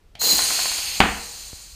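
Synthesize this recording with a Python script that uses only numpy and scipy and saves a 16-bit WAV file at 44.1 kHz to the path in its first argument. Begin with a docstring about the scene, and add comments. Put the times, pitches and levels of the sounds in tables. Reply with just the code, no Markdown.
"""A small room, the microphone close to a bicycle tyre being filled with compressed air.
The tap clicks, then air hisses through hose and valve; the valve squeals, and most of the whistling
resonances sag as the pressure evens out. The tyre fills with a low gush, its bead ticks up the rim in
small slips and at last snaps into its seat with a loud pop that overloads the microphone and leaves
the wheel ringing. Two soft handling knocks and a low rumble lie underneath."""
import sys
import numpy as np
from scipy import signal
from scipy.fft import rfft, irfft
from scipy.io import wavfile

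SR = 44100
rng = np.random.default_rng(int(sys.argv[2]) if len(sys.argv) > 2 else 0)


def digitize_waveform(pressure):
    """Quantize a signal to 16-bit integers and store it at the path in sys.argv[1].

    Rows of a 2-D input are taken as channels; values are limited to [-1, 1].
    """
    field = np.atleast_2d(pressure).T
    bounded = np.clip(field, -1, 1)
    quanta = np.round(bounded * 32767).astype(np.int16)
    wavfile.write(sys.argv[1], SR, quanta)


N = 77175
T = np.arange(N) / SR


def amp(db):
    """Decibels to gain."""
    return 10 ** (np.asarray(db) / 20)


def unit_rms(x):
    """Scales to an rms of one."""
    return x / np.sqrt(np.mean(x ** 2) + 1e-20)


def curve(points, column=1):
    """Joins the rows of a time table by straight lines."""
    rows = np.array(points)
    return np.interp(T, rows[:, 0], rows[:, column])


def spectrum_at(points, hz, column=1):
    """Reads a spectrum table on a log-frequency axis."""
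    rows = np.array(points)
    return np.interp(np.log(hz + 1), np.log(rows[:, 0] + 1), rows[:, column])


def add(mix, start_s, sound):
    """Mixes a sound in at the given time."""
    part = mix[round(start_s * SR):][:len(sound)]
    part += sound[:len(part)]


def noise(colour, column=1):
    """Noise of the given spectrum, rms one."""
    gain = amp(spectrum_at(colour, np.fft.rfftfreq(N, 1 / SR), column))
    return unit_rms(irfft(rfft(rng.standard_normal(N)) * gain, N))


def resonance(hz, width_hz):
    """Turbulence ringing in one resonance that follows hz, rms one; at 0 Hz, a random flutter."""
    pole = np.exp(-np.pi * width_hz / SR)
    turbulence = rng.standard_normal(N) + 1j * rng.standard_normal(N)
    flutter = signal.lfilter([1], [1, -2 * pole, pole * pole], turbulence)
    carrier = np.exp(2j * np.pi * np.cumsum(hz * np.ones(N)) / SR)
    return unit_rms((flutter * carrier).real)


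def snap(colour, hold_s, fade_s):
    """A burst a few milliseconds long with the given spectrum."""
    envelope = np.exp(-np.maximum(T - hold_s, 0) / fade_s)[:2048]
    gain = amp(spectrum_at(colour, np.fft.rfftfreq(len(envelope), 1 / SR)))
    burst = rng.standard_normal(len(envelope))
    for _ in range(4):  # impose envelope and spectrum in turn
        phase = np.angle(rfft(burst * envelope))
        burst = irfft(gain * np.exp(1j * phase))
    burst = burst * np.sqrt(envelope)
    return burst * np.linalg.norm(envelope) / np.linalg.norm(burst)


def ringing(modes):
    """Struck modes, each dying at its own speed."""
    return sum(amp(db - 60 * T / t60) * np.sin(2 * np.pi * hz * T) for hz, db, t60 in modes)


# room tone at the microphone (frequency [Hz], relative level [dB])
ROOM_TONE_COLOUR = [(15, 3), (35, -2.5), (70, -13), (130, -17.5), (350, -27), (750, -28), (4000, -35),
                    (15000, -47)]
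# low rumble (time [s], level [dB])
RUMBLE_LEVEL = [(0, -51.5), (.28, -60), (.37, -43), (.47, -44.5), (.55, -65), (.72, -47.5), (.95, -53),
                (1.06, -35), (1.25, -53), (1.75, -50)]
def room_tone():
    """The room's steady faint noise, and a rumble that swells most just after the pop."""
    steady = amp(-53.5) * noise(ROOM_TONE_COLOUR)
    return steady + amp(curve(RUMBLE_LEVEL)) * resonance(hz=48, width_hz=54)


# reverberation of the small room (frequency [Hz], t60 [s])
ROOM_DECAY = [(100, 0.45), (400, 0.49), (1000, 0.53), (2500, 0.56), (6000, 0.19), (14000, .25)]
def room_tail(colour, build_s=0.0016):
    """Diffuse reflections of a blow off the walls, each band dying at its own speed."""
    hz, t, bands = signal.stft(noise(colour), SR, nperseg=256)
    decay = amp(-60 * t / spectrum_at(ROOM_DECAY, hz)[:, None])
    tail = signal.istft(bands * decay, SR, nperseg=256)[1][:N]
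    return tail * (1 - np.exp(-T / build_s))


# click of the tap (frequency [Hz], relative level [dB])
CLICK_COLOUR = [(100, 9), (450, -13), (680, 9), (1100, -11), (2300, 3.5), (2800, -3), (3150, 7), (3700, -4),
                (4400, -1.5), (6000, -11.5), (15000, -30)]
def tap_click():
    """The air tap clicks open, with the room behind it."""
    click = amp(-7.5) * room_tail(CLICK_COLOUR)
    add(click, 0, snap(CLICK_COLOUR, hold_s=0.0028, fade_s=0.0048))
    return amp(-38.5) * click


# the valve's pure whistle while the flow is fastest (time [s], level [dB])
SQUEAL_LEVEL = [(.187, -90), (.192, -37), (.218, -24), (.295, -24), (.32, -16), (.345, -27), (.445, -25.5),
                (.48, -44), (.6, -100)]
def valve_squeal(pitch_hz=4095, waver_hz=35, flicker_db=2.8):
    """The valve sings on one slightly unsteady note until the tyre has filled out."""
    hz = pitch_hz + waver_hz * resonance(0, width_hz=110)
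    level_db = curve(SQUEAL_LEVEL) + flicker_db * resonance(0, width_hz=110)
    tone = np.sin(2 * np.pi * np.cumsum(hz) / SR)
    return amp(level_db) * tone * (T > SQUEAL_LEVEL[0][0])


# the tyre's four stages (slack [s], filled out [s], taut [s], seated [s])
TYRE_STAGES = [0.299, .42, .94, 1.04]
# rush of the jet (frequency [Hz], relative level at each of the four stages [dB])
JET_COLOUR = [(100, -11.5, -11.5, -11.5, -3), (290, -9, -7.5, -16, -3.5), (810, -3, -4.5, -7.5, -1.5),
              (1730, -10.5, -5, -7, -3.5), (2620, -3.5, 0.5, 3.5, 2), (3780, -1.5, 0.5, -0.5, 1.5),
              (4450, 8.5, 9.5, 7, 12), (5490, -3, 1.5, -2.5, 3), (6700, 2.5, 4.5, -11, 7),
              (9230, -2.5, 1, -0.5, 0), (11060, -7, -9, -15, -7.5), (12300, -4.5, -3.5, -4.5, -6),
              (15500, -0.5, -12, -15, -4)]
# resonances of hose and valve
# (start pitch [Hz], end pitch [Hz], width [Hz], level against the jet at each of the four stages [dB])
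HOSE_WHISTLES = [(4148, 4060, 140, -10, -14, -31, -11.5), (4365, 4230, 190, -13.5, -8.5, -16, -13.5),
                 (4690, 4620, 440, -16, -15, -12, -18), (6724, 6390, 280, -4.5, -9, -8, -9.5),
                 (7450, 7020, 170, -42, -12.5, -10, -9.5), (8820, 8200, 150, -22, -19, -18, -11),
                 (9890, 9050, 120, -29, -10.5, -40, -17), (9550, 9440, 130, -37, -27, -40, -14),
                 (13100, 11900, 740, -33, -17, -31.5, -16.5), (14250, 16000, 240, -10, -44, -28, -38)]
# the resonances' travel from start to end pitch (time [s], share [0-1])
WHISTLE_GLIDE = [(.28, 0.02), (.45, .45), (.93, 0.63), (1.08, 1), (1.5, 0.96)]
# loudness of the hiss, which dips at the pop and then fades (time [s], level [dB])
HISS_LEVEL = [(.188, -72), (.195, -39), (.206, -34), (.216, -24), (.25, -20), (.32, -20), (.36, -22.5),
              (.58, -25), (.78, -28.5), (.98, -31.5), (1.03, -36), (1.45, -40.5), (1.75, -48)]
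# the walls' reflection of the hiss (frequency [Hz], relative level [dB])
WALL_COLOUR = [(100, -0.5), (1000, -3), (6000, 0), (15000, 0.5)]
def air_hiss(flicker_db=0.28, room_db=-8):
    """Jet and whistles change colour as the tyre fills and seats; they dip at the pop, then fade."""
    crossfades = np.sqrt([np.interp(T, TYRE_STAGES, stage) for stage in np.eye(len(TYRE_STAGES))])
    air = sum(fade * noise(JET_COLOUR, column=k + 1) for k, fade in enumerate(crossfades))
    glide = curve(WHISTLE_GLIDE)
    for start_hz, end_hz, width_hz, *levels_db in HOSE_WHISTLES:
        whistle = resonance(start_hz + (end_hz - start_hz) * glide, width_hz)
        air += (amp(levels_db) @ crossfades) * whistle
    hiss_db = curve(HISS_LEVEL) + flicker_db * resonance(0, width_hz=61)
    air *= amp(hiss_db) * (T > HISS_LEVEL[0][0])
    room = room_tail(WALL_COLOUR)
    return air + amp(room_db) * signal.fftconvolve(air, room / np.linalg.norm(room))[:N]


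# handling noise (time [s], level [dB], pitch [Hz], fade [s])
HANDLING_KNOCKS = [(.19, -40, 69, 0.0027), (1.531, -27.5, 68.6, 0.0058)]
def handling_knock(level_db, hz, fade_s, contact_s=0.00031):
    """A soft contact followed by a dull, quickly damped bump."""
    contact = amp(-2.5) * T / contact_s * np.exp(1 - T / contact_s)
    bump = np.exp(-T / fade_s) * np.sin(2 * np.pi * hz * T)
    return amp(level_db) * (contact - bump)


# air entering the slack tyre (time [s], pitch [Hz], level [dB])
GUSH_PATH = [(.21, 431.2, -69), (.235, 432.6, -40), (.27, 443.8, -38.5), (.31, 387.4, -39.5),
             (.335, 245, -31.5), (.36, 280, -40), (.47, 192.5, -59), (.56, 211, -77)]
def tyre_gush():
    """A hollow rush that drops in pitch as the slack tyre swells."""
    return amp(curve(GUSH_PATH, column=2)) * resonance(curve(GUSH_PATH), width_hz=305)


# small slips of the bead (time [s], level [dB])
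BEAD_SLIPS = [(0.215, -31.5), (.263, -39), (.39, -23), (.504, -30.5), (.589, -27.5), (.655, -30),
              (.716, -32.5), (0.785, -36.5)]
# tick of one slip (frequency [Hz], relative level [dB])
TICK_COLOUR = [(100, -25), (480, -14.5), (720, 3.5), (880, -2), (1030, -1), (1250, -4.5), (1900, -2),
               (2700, -11.5), (5000, -11), (12000, -72)]
# the rim after a slip (frequency [Hz], level against the slip [dB], t60 [s])
RIM_MODES = [(668, -23.5, 0.079), (753, -19.5, 0.32), (1043, -9.5, .3), (1477, -11, 0.22),
             (1872, -11, 0.21)]
def bead_slip(level_db):
    """The bead jumps a little way up the rim, which rings faintly."""
    tick = amp(-11.5) * room_tail(TICK_COLOUR) + ringing(RIM_MODES)
    add(tick, 0, snap(TICK_COLOUR, hold_s=0.0035, fade_s=0.0066))
    return amp(level_db) * tick


# crack of the seating bead, heard close (frequency [Hz], relative level [dB])
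CRACK_COLOUR = [(30, 6), (120, -6), (220, 4.5), (580, -3.5), (780, 6.5), (1100, 0.5), (1650, -1), (1900, 1),
                (2400, -1), (3050, -0.5), (3500, -6.5), (4600, -9.5), (5600, -28), (7000, -21),
                (10000, -37.5), (16000, -37)]
# first reflections to reach the microphone (delay [s], level against the crack [dB])
EARLY_REFLECTIONS = [(.0046, -20), (.0098, -12.5), (0.0143, -19)]
# tyre, rim and spokes after the pop (frequency [Hz], level [dB], t60 [s])
WHEEL_MODES = [(64.7, -28, 0.62), (202, -24.5, 0.5), (473.4, -33.5, 0.81), (772, -13.5, 0.12),
               (802, -33, .6), (855, -27, 0.33), (1197, -26, 0.32), (1500, -25, 0.35), (1865, -27, .45),
               (2213, -30, .42), (2574, -32, .45), (3370, -23, 0.074)]
def bead_pop(rise_s=0.00014):
    """The bead slams into its seat: a crack, its reflections, and the ringing wheel."""
    crack = snap(CRACK_COLOUR, hold_s=0.00265, fade_s=0.00079)
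    crack *= np.minimum(T[:len(crack)] / rise_s, 1)
    pop = amp(-14) * room_tail(CRACK_COLOUR)
    add(pop, 0, crack)
    for delay_s, level_db in EARLY_REFLECTIONS:
        add(pop, delay_s, amp(level_db) * crack)
    return amp(-1) * pop + ringing(WHEEL_MODES)


def scene():
    """Air, tyre and room as they reach one microphone beside the wheel."""
    mix = room_tone()
    add(mix, start_s=0.1522, sound=tap_click())
    mix += valve_squeal() + air_hiss()
    for start_s, level_db, hz, fade_s in HANDLING_KNOCKS:
        add(mix, start_s, handling_knock(level_db, hz, fade_s))
    mix += tyre_gush()
    for start_s, level_db in BEAD_SLIPS:
        add(mix, start_s, bead_slip(level_db))
    add(mix, start_s=1.003, sound=bead_pop())
    return mix[None]


def record(dry):
    """The microphone drops the deepest bass and overloads on the pop; then the top treble is cut."""
    low_cut_hz, high_cut_hz, ceiling = 20, 15380, 0.95
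    thinned = signal.sosfilt(signal.butter(2, low_cut_hz, "highpass", fs=SR, output="sos"), dry)
    clipped = thinned / (1 + (thinned / ceiling) ** 6) ** (1 / 6)
    lowpass = signal.firwin(511, high_cut_hz, window=("kaiser", 9), fs=SR)
    return signal.oaconvolve(clipped, lowpass[None], "same")


dry = scene()
out = record(dry)
digitize_waveform(out)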